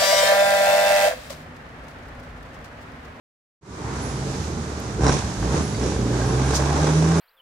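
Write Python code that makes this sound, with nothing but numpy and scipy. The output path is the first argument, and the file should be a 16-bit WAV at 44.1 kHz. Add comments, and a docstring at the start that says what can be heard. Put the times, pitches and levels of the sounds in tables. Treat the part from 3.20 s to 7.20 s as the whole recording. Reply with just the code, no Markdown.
"""Car pulling away on a night street

Stereo microphones on the pavement. A slow car blips its throttle three times, then accelerates steadily:
two clean exhaust orders climb over firing bursts of roar and rasp, while pulses and backfires ring the
pipe and echo off the house fronts. Tyres rush close by, far traffic rumbles and hisses, and a thin high
chirr comes and goes on the right. The sound fades in."""
import sys
import numpy as np
from scipy import signal
from scipy.fft import rfft, irfft
from scipy.io import wavfile

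SR = 44100
rng = np.random.default_rng(int(sys.argv[2]) if len(sys.argv) > 2 else 0)


def bounce(signal):
    """Save signal as a 16-bit WAV file at the path given by the first command-line argument."""
    frames = np.transpose(np.atleast_2d(signal))
    limited = np.clip(frames, -1, 1)
    pcm = np.round(limited * 32767).astype(np.int16)
    wavfile.write(sys.argv[1], SR, pcm)


N = 176400
T = np.arange(N) / SR

# Engine rolling and blipping, then pulling away: t/s, exhaust beat f/Hz, order 1 and order 2 level/dB
ROLL_AND_BLIPS = [(.6, 69.25, -41, -43.5), (.72, 66.92, -37, -36.5), (1.04, 60.1, -36, -35),
                  (1.12, 61.8, -51, -44), (1.17, 77.3, -38, -53), (1.21, 77.65, -33.5, -46),
                  (1.4, 77.4, -33, -38), (1.55, 71.7, -42, -62), (1.7, 60.26, -37, -58),
                  (1.77, 53.02, -35, -34), (1.84, 63.1, -19.5, -21.5), (1.9, 69.7, -34, -27),
                  (1.96, 71.87, -28, -24.5), (2.01, 70.86, -55, -56), (2.05, 65.9, -25.5, -41),
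                  (2.12, 59.8, -54, -58), (2.18, 49.98, -31, -41), (2.21, 53.5, -29, -28.5),
                  (2.3, 65.9, -25, -33), (2.36, 75.64, -29.5, -27.5), (2.41, 77.7, -23, -32.5),
                  (2.47, 74.34, -39, -45), (2.55, 55.13, -40, -34), (2.65, 63.9, -27, -32),
                  (2.72, 70.1, -33.5, -44), (2.77, 65.96, -29, -38)]
PULL_AWAY = [(2.799, 57.68, -31, -25.5), (2.88, 60.08, -35, -28.5), (3.02, 62.07, -26, -23.5),
             (3.13, 63.86, -32, -24.5), (3.246, 66.3, -22.5, -21.5), (3.32, 68.06, -24.5, -29.5),
             (3.494, 71.32, -26, -24.5), (3.557, 73.3, -23.5, -30), (3.638, 75.2, -26, -20.5),
             (3.658, 75.65, -31, -21.5), (3.8, 78.8, -28, -16.5), (4.0, 83.95, -26.5, -18.5)]
# Higher exhaust orders: order, level/dB against the louder of orders 1 and 2
HIGHER_ORDERS = [(3, -23), (4, -16), (5, -20)]
# Engine load: t/s, roar level/dB, throat level/dB, rasp level/dB
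ENGINE_LOAD = [(1.5, -34, -44, -48.5), (1.75, -38.5, -45, -47), (1.8, -27.5, -40.5, -52),
               (1.815, -36, -33, -37), (1.88, -20.5, -20.5, -30), (1.905, -20, -24.5, -27.5),
               (1.93, -29, -29, -29.5), (1.97, -31.5, -32, -31), (2.02, -43, -35, -37.5),
               (2.17, -37, -43, -64), (2.25, -28.5, -37, -45), (2.35, -27, -28.5, -34),
               (2.42, -26, -33, -36), (2.47, -36, -40, -43.5), (2.6, -29, -40.5, -42),
               (2.65, -21.5, -31, -35), (2.72, -28, -37.5, -35), (2.8, -25.5, -39.5, -47),
               (2.92, -25.5, -39.5, -53), (2.96, -27.5, -34.5, -47), (3.15, -26.5, -30.5, -39),
               (3.33, -27.5, -31, -33), (3.48, -27, -28, -33.5), (3.7, -24, -27, -33),
               (3.78, -25, -30.5, -33), (4.0, -26.5, -27.5, -35)]
# Spectra of the low roar, throaty middle and hissy rasp: f/Hz, level/dB
ROAR_SPECTRUM = [(110, -2), (185, -2), (307, 1), (356, -0.5), (444, 1), (488, -7), (600, -11.5), (780, -44),
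                 (1320, -120)]
THROAT_SPECTRUM = [(350, -10), (600, 4), (700, -1.5), (790, 1), (880, 0), (1070, 2.5), (1250, -2.5),
                   (1480, -4.5), (1600, -7), (1720, -11), (1920, -11.5), (3000, -31), (3900, -53),
                   (6600, -120)]
RASP_SPECTRUM = [(1470, -4), (2500, -2.5), (2970, -8), (3920, -4.5), (4320, -8), (6030, -2.5), (10100, -18),
                 (10900, -19), (11600, -48), (15100, -74), (22000, -120)]
# Exhaust pipe modes: f/Hz, level/dB, t60/s
PIPE_MODES = [(180, -4, 0.052), (305, -6.5, 0.028), (420, 2, 0.014), (782, -1.5, 0.02), (996, -17, 0.013),
              (1562, -8.5, 0.021), (3984, -11, 0.013), (5249, -6, 0.01), (5587, -7, 0.02),
              (6300, -23, 0.0087)]
# Hard firings and backfires in the blips: t/s, level/dB, tilt/(dB per octave)
BACKFIRES = [(1.809, -22, -4), (1.822, -22, -3.5), (1.836, -16.5, -2.5), (1.853, -17.5, -2.5),
             (1.867, -12, 0), (1.881, -18, 1.5), (1.894, -10, -1.5), (2.344, -24, -6), (2.37, -28, -2.5),
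             (2.639, -37, 6.5)]
# Two pipe resonances under load: t/s, lower one's level/dB, upper one's level/dB
SINGING_LEVELS = [(2.9, -55, -58), (2.955, -35, -39), (2.99, -46, -52), (3.02, -39, -38), (3.1, -44, -52),
                  (3.22, -42, -50), (3.31, -42, -36), (3.4, -35, -40), (3.5, -33, -46), (3.59, -35, -47),
                  (3.66, -44, -43), (3.8, -50, -52)]
# Tyre rush close by: t/s, level/dB; its spectrum: f/Hz, level/dB
TYRE_LEVELS = [(.5, -37.5), (.7, -36), (.85, -37.5), (1.1, -43.5), (1.5, -41)]
TYRE_SPECTRUM = [(290, -34), (500, 1.5), (892, 6.5), (974, 8), (1140, 5.5), (2500, -7), (3250, -38),
                 (5500, -120)]
# Bright puffs: peak t/s, half-width/s, level/dB; their spectrum: f/Hz, level/dB
PUFFS = [(1.22, 0.12, -44), (3.362, 0.021, -23)]
PUFF_SPECTRUM = [(2240, -23), (3800, -10), (5390, -2.5), (6770, -4), (9030, -16), (9920, -18), (10700, -18),
                 (14300, -29)]
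# Faint ticks: t/s, level/dB before the high-pass
TICK_HITS = [(1.601, -18), (3.89, -26)]
# Modes of a faint metal clink: f/Hz, level/dB, t60/s
CLINK_MODES = [(1500, -29, .05), (2100, -32, .045), (4600, -31, .07)]
# High chirrs: start t/s, level/dB before panning
CHIRR_ONSETS = [(0.812, -43.5), (2.41, -43.5), (3.05, -46), (3.249, -46.5), (3.69, -47), (3.95, -47)]
# Far traffic: t/s, rumble level/dB, hiss level/dB; their spectra: f/Hz, level/dB
TRAFFIC_LEVELS = [(.6, -33.5, -34.5), (.8, -34, -32.5), (1.2, -31, -32), (1.6, -33, -36),
                  (2.1, -30.5, -33.5), (3, -28, -30.5), (4, -34, -36.5)]
RUMBLE_SPECTRUM = [(15, -43), (25, -21), (53, -3.5), (91, -0.5), (119, 3.5), (157, -3), (200, -2),
                   (260, -22), (440, -120)]
TRAFFIC_HISS_SPECTRUM = [(120, -22), (200, -0.5), (258, -5.5), (300, -3), (361, -9), (427, -10), (541, -12),
                         (826, -10.5), (961, -14.5), (1390, -15.5), (2650, -22.5), (6580, -21),
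                         (11300, -38), (14700, -81), (22000, -120)]
# Echoes off the house fronts: left delay/s, right delay/s, level/dB
HOUSE_ECHOES = [(.023, .031, -31), (0.055, 0.064, -12), (.094, .11, -28)]
# Likeness of the two microphones: f/Hz, likeness (0 to 1)
MIC_LIKENESS = [(60, 1), (250, 0.99), (500, 1), (1000, 0.077), (2000, 0.098), (4000, 0.11), (12000, 0.01)]
# Left microphone minus right: f/Hz, level/dB
MIC_BALANCE = [(60, 1), (110, -3), (200, -2.0), (370, -3), (670, -1), (1230, -1.5), (2260, -1.5),
               (4140, -3), (7570, -9.5), (13900, -10.5)]
# Left microphone ahead of right: f/Hz, phase/rad
MIC_LEAD = [(100, -0.086), (690, -0.65), (2240, 0.55), (3500, 1), (5600, -0.94), (6800, -0.79)]
# Three beats make one engine cycle, the first strongest: level/dB
CYCLE_DB = np.array([5.0, -3.0, -1.5])
SLIGHTLY_RIGHT_DB = [[-.9], [.9]]


def engine(wander=.002):
    """Exhaust orders, pipe pulses and bursts of gas noise, all following one slightly wandering beat."""
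    beat_hz, first_db, second_db = in_time(ROLL_AND_BLIPS + PULL_AWAY)
    roar_db, throat_db, rasp_db = in_time(ENGINE_LOAD)
    turns = np.cumsum(beat_hz * (1 + wander * drift(5.12))) / SR
    tones = exhaust_orders(turns, first_db, second_db)
    timing, force, firing = np.clip(rng.standard_normal((1000, 3)), -1.8, 1.8).T
    dull_pulses, bright_pulses = exhaust_pulses(turns, timing, force)
    bursts = firing_bursts(turns, firing)
    roar = stereo_noise(ROAR_SPECTRUM, bursts, depth=.32) + amp(-11.5) * dull_pulses
    rasp = stereo_noise(RASP_SPECTRUM, bursts, depth=.33)
    throat = stereo_noise(THROAT_SPECTRUM, bursts, depth=.41) + amp(-8) * bright_pulses
    return tones + amp(roar_db) * roar + amp(throat_db) * throat + amp(rasp_db) * rasp


def exhaust_orders(turns, first_db, second_db, waver_db=.5):
    """Clean tones at whole multiples of the exhaust beat, each wavering in level."""
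    louder_db = np.maximum(first_db, second_db)
    orders = [(1, first_db), (2, second_db)] + [(k, louder_db + db) for k, db in HIGHER_ORDERS]
    tones = sum(amp(db + waver_db * drift(16)) * np.cos(2 * np.pi * k * turns) for k, db in orders)
    return -np.sqrt(2) * tones * amp(SLIGHTLY_RIGHT_DB)


def exhaust_pulses(turns, timing, force, jitter_beats=.043, spread_db=6.5):
    """Each beat sends an uneven pulse down the pipe; returns a dull ring and a brighter midrange one."""
    beats = np.arange(1, int(turns[-1]))
    beat_s = np.interp(beats + jitter_beats * timing[beats], turns, T)
    beat_db = CYCLE_DB[beats % len(CYCLE_DB)] + spread_db * force[beats]
    dull = exhaust_pipe(beat_s, beat_db, tilt_db=-4.5)
    bright = butter(exhaust_pipe(beat_s, beat_db, tilt_db=-1), 3, [650, 2200], "band")
    return rms_one(dull), rms_one(bright)


def firing_bursts(turns, force, spread_db=5, sharpness=.57):
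    """Envelope of the firings, two to a beat: each jumps to its own strength and decays."""
    firings = 2 * turns
    strength = amp(spread_db * force)[firings.astype(int)]
    return rms_one(strength * np.exp(-sharpness * (firings % 1)))


def exhaust_pipe(times, db, tilt_db):
    """Pressure steps ring the modes of the exhaust, then echo along the street."""
    ring = 0
    at = np.clip(times * SR, 0, N).astype(int)
    for hz, mode_db, t60 in PIPE_MODES:
        steps = np.full(N + 1, 1e-18)
        steps[at] = -amp(db + mode_db + tilt_db * np.log2(hz / 1000))
        r, w = amp(-60 / (t60 * SR)), 2 * np.pi * hz / SR
        ring = ring + signal.lfilter([0, np.sin(w)], [1, -2 * r * np.cos(w), r * r], steps[:N])
    return house_echoes(butter(ring, 6, 9500, "low")) * amp([[-1.1], [1.1]])


def backfires():
    """Hard firings and backfires pop in the pipe during the blips."""
    return exhaust_pipe(*np.transpose(BACKFIRES))


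def pipe_singing(modes_hz=(790, 1600), waver_db=2.5):
    """Under load, turbulence sings unsteadily through two narrow pipe resonances."""
    song = 0
    for hz, db in zip(modes_hz, in_time(SINGING_LEVELS)):
        mid, side = resonate(rng.standard_normal((2, N)), hz, width_hz=45)
        song = song + amp(db + waver_db * drift(27)) * rms_one(mid + .51 * side * [[1], [-1]])
    return song * amp(SLIGHTLY_RIGHT_DB)


def tyres(end_s=2):
    """Tyres roll past close to the microphones with a midrange rush."""
    return amp(in_time(TYRE_LEVELS)[0]) * (T < end_s) * stereo_noise(TYRE_SPECTRUM)


def puffs():
    """Brief bright hisses swell and die near the middle of the stereo image."""
    swell = sum(amp(db) * np.exp(-((T - s) / half_width) ** 2) for s, half_width, db in PUFFS)
    return swell * stereo_noise(PUFF_SPECTRUM, balance_share=.1)


def ticks():
    """Single clicks with only their treble heard."""
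    clicks = np.zeros(N)
    for s, db in TICK_HITS:
        clicks[int(s * SR)] = amp(db)
    return butter(clicks, 4, 9000, "high")


def clink(start_s=2.543, rise_s=.006):
    """Metal struck once, softly, rings in three short modes."""
    age = np.maximum(T - start_s, 0)
    ring = sum(amp(db - 60 * age / t60) * np.sin(2 * np.pi * hz * age) for hz, db, t60 in CLINK_MODES)
    return np.tanh(age / rise_s) * ring


def chirrs(hz=10600, width_hz=260, rise_s=.012, fall_s=.095):
    """A thin band of noise off to the right, quick to rise and slower to fade."""
    band = rng.standard_normal(N)
    for _ in range(2):
        band = resonate(band, hz, width_hz)
    ages = [(np.maximum(T - s, 0), db) for s, db in CHIRR_ONSETS]
    envelope = sum(amp(db) * np.tanh(age / rise_s) * np.exp(-age / fall_s) for age, db in ages)
    return envelope * rms_one(band) * amp([[-13], [4]])


def far_engine(hz=137.6, peak_s=1.047, half_width_s=.12):
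    """A distant engine's note swells once."""
    swell = amp(-27.5) * np.exp(-((T - peak_s) / half_width_s) ** 4)
    return swell * np.sin(2 * np.pi * hz * T) * amp(SLIGHTLY_RIGHT_DB)


def far_traffic(waver_db=1.7):
    """Distant traffic fills the street with rumble and a gently unsteady hiss."""
    rumble_db, hiss_db = in_time(TRAFFIC_LEVELS)
    rumble = amp(rumble_db) * stereo_noise(RUMBLE_SPECTRUM)
    return rumble + amp(hiss_db + waver_db * drift(1.8)) * stereo_noise(TRAFFIC_HISS_SPECTRUM)


def house_echoes(direct):
    """Adds dull echoes off the house fronts, reaching each microphone at a different time."""
    dull = signal.lfilter([.3], [1, -.7], direct)
    pair = np.array([direct, direct])
    for *delays, db in HOUSE_ECHOES:
        for mic, delay in enumerate(delays):
            lag = int(delay * SR)
            pair[mic, lag:] += amp(db) * dull[:N - lag]
    return pair


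def stereo_noise(spectrum, envelope=1, depth=0, balance_share=1):
    """Noise at the microphone pair, pulsed to the given depth, then shaped by a spectrum; rms 1."""
    hz = np.maximum(np.fft.rfftfreq(N, 1 / SR), 1)
    low, high = spectrum[0][0], spectrum[-1][0]
    gain = amp(at_hz(spectrum, hz)) / (1 + (low / hz) ** 6) / (1 + (hz / high) ** 60)   # steep ends
    mid, side = rfft((1 - depth + depth * envelope) * rng.standard_normal((2, N)))
    alike = np.clip(at_hz(MIC_LIKENESS, hz), 0, 1)
    mics = np.array([[.5], [-.5]])
    pair = np.sqrt(1 + alike) * mid + np.sqrt(1 - alike) * side * 2 * mics
    balance = amp(balance_share * at_hz(MIC_BALANCE, hz) * mics)
    lead = np.exp(1j * at_hz(MIC_LEAD, hz) * mics)
    return rms_one(irfft(gain * balance * lead * pair, N))


def drift(rate_hz):
    """Slow random wander with a spread of 1."""
    step = 40   # samples per random draw
    r = np.exp(-2 * np.pi * rate_hz * step / SR)
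    slow = signal.lfilter([1], [1, -2 * r, r * r], rng.standard_normal(N // step + 2002))[2000:]
    return np.interp(np.arange(N) / step, np.arange(len(slow)), rms_one(slow))


def resonate(x, hz, width_hz):
    r = np.exp(-np.pi * width_hz / SR)
    return signal.lfilter([1, 0, -1], [1, -2 * r * np.cos(2 * np.pi * hz / SR), r * r], x)


def butter(x, order, hz, kind):
    return signal.sosfilt(signal.butter(order, hz, kind, fs=SR, output="sos"), x)


def amp(db):
    return 10 ** (np.asarray(db) / 20)


def rms_one(x):
    return x / np.sqrt(np.mean(x ** 2) + 1e-20)


def in_time(rows):
    times, *columns = np.transpose(rows)
    return [np.interp(T, times, column) for column in columns]


def at_hz(rows, hz):
    row_hz, values = np.transpose(rows)
    return np.interp(np.log(hz), np.log(row_hz), values)


def scene():
    """The car and the street around it, heard from the pavement."""
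    exhaust = engine() + backfires()
    street = far_traffic() + far_engine() + tyres()
    small_sounds = puffs() + chirrs() + ticks() + clink()
    return exhaust + pipe_singing() + street + small_sounds


def record(dry, ceiling=.9, fade_start_s=.41, fade_s=.28, top_hz=14460):
    """The microphones drop the deepest bass and round off peaks; silence, a fade in; the top is cut."""
    heard = butter(dry, 2, 35.8, "high")
    rounded = ceiling * np.tanh(heard / ceiling)
    fade = np.clip((T - fade_start_s) / fade_s, 0, 1)
    return signal.sosfilt(signal.ellip(10, .5, 70, top_hz, fs=SR, output="sos"), rounded * fade)


dry = scene()
out = record(dry)
bounce(out)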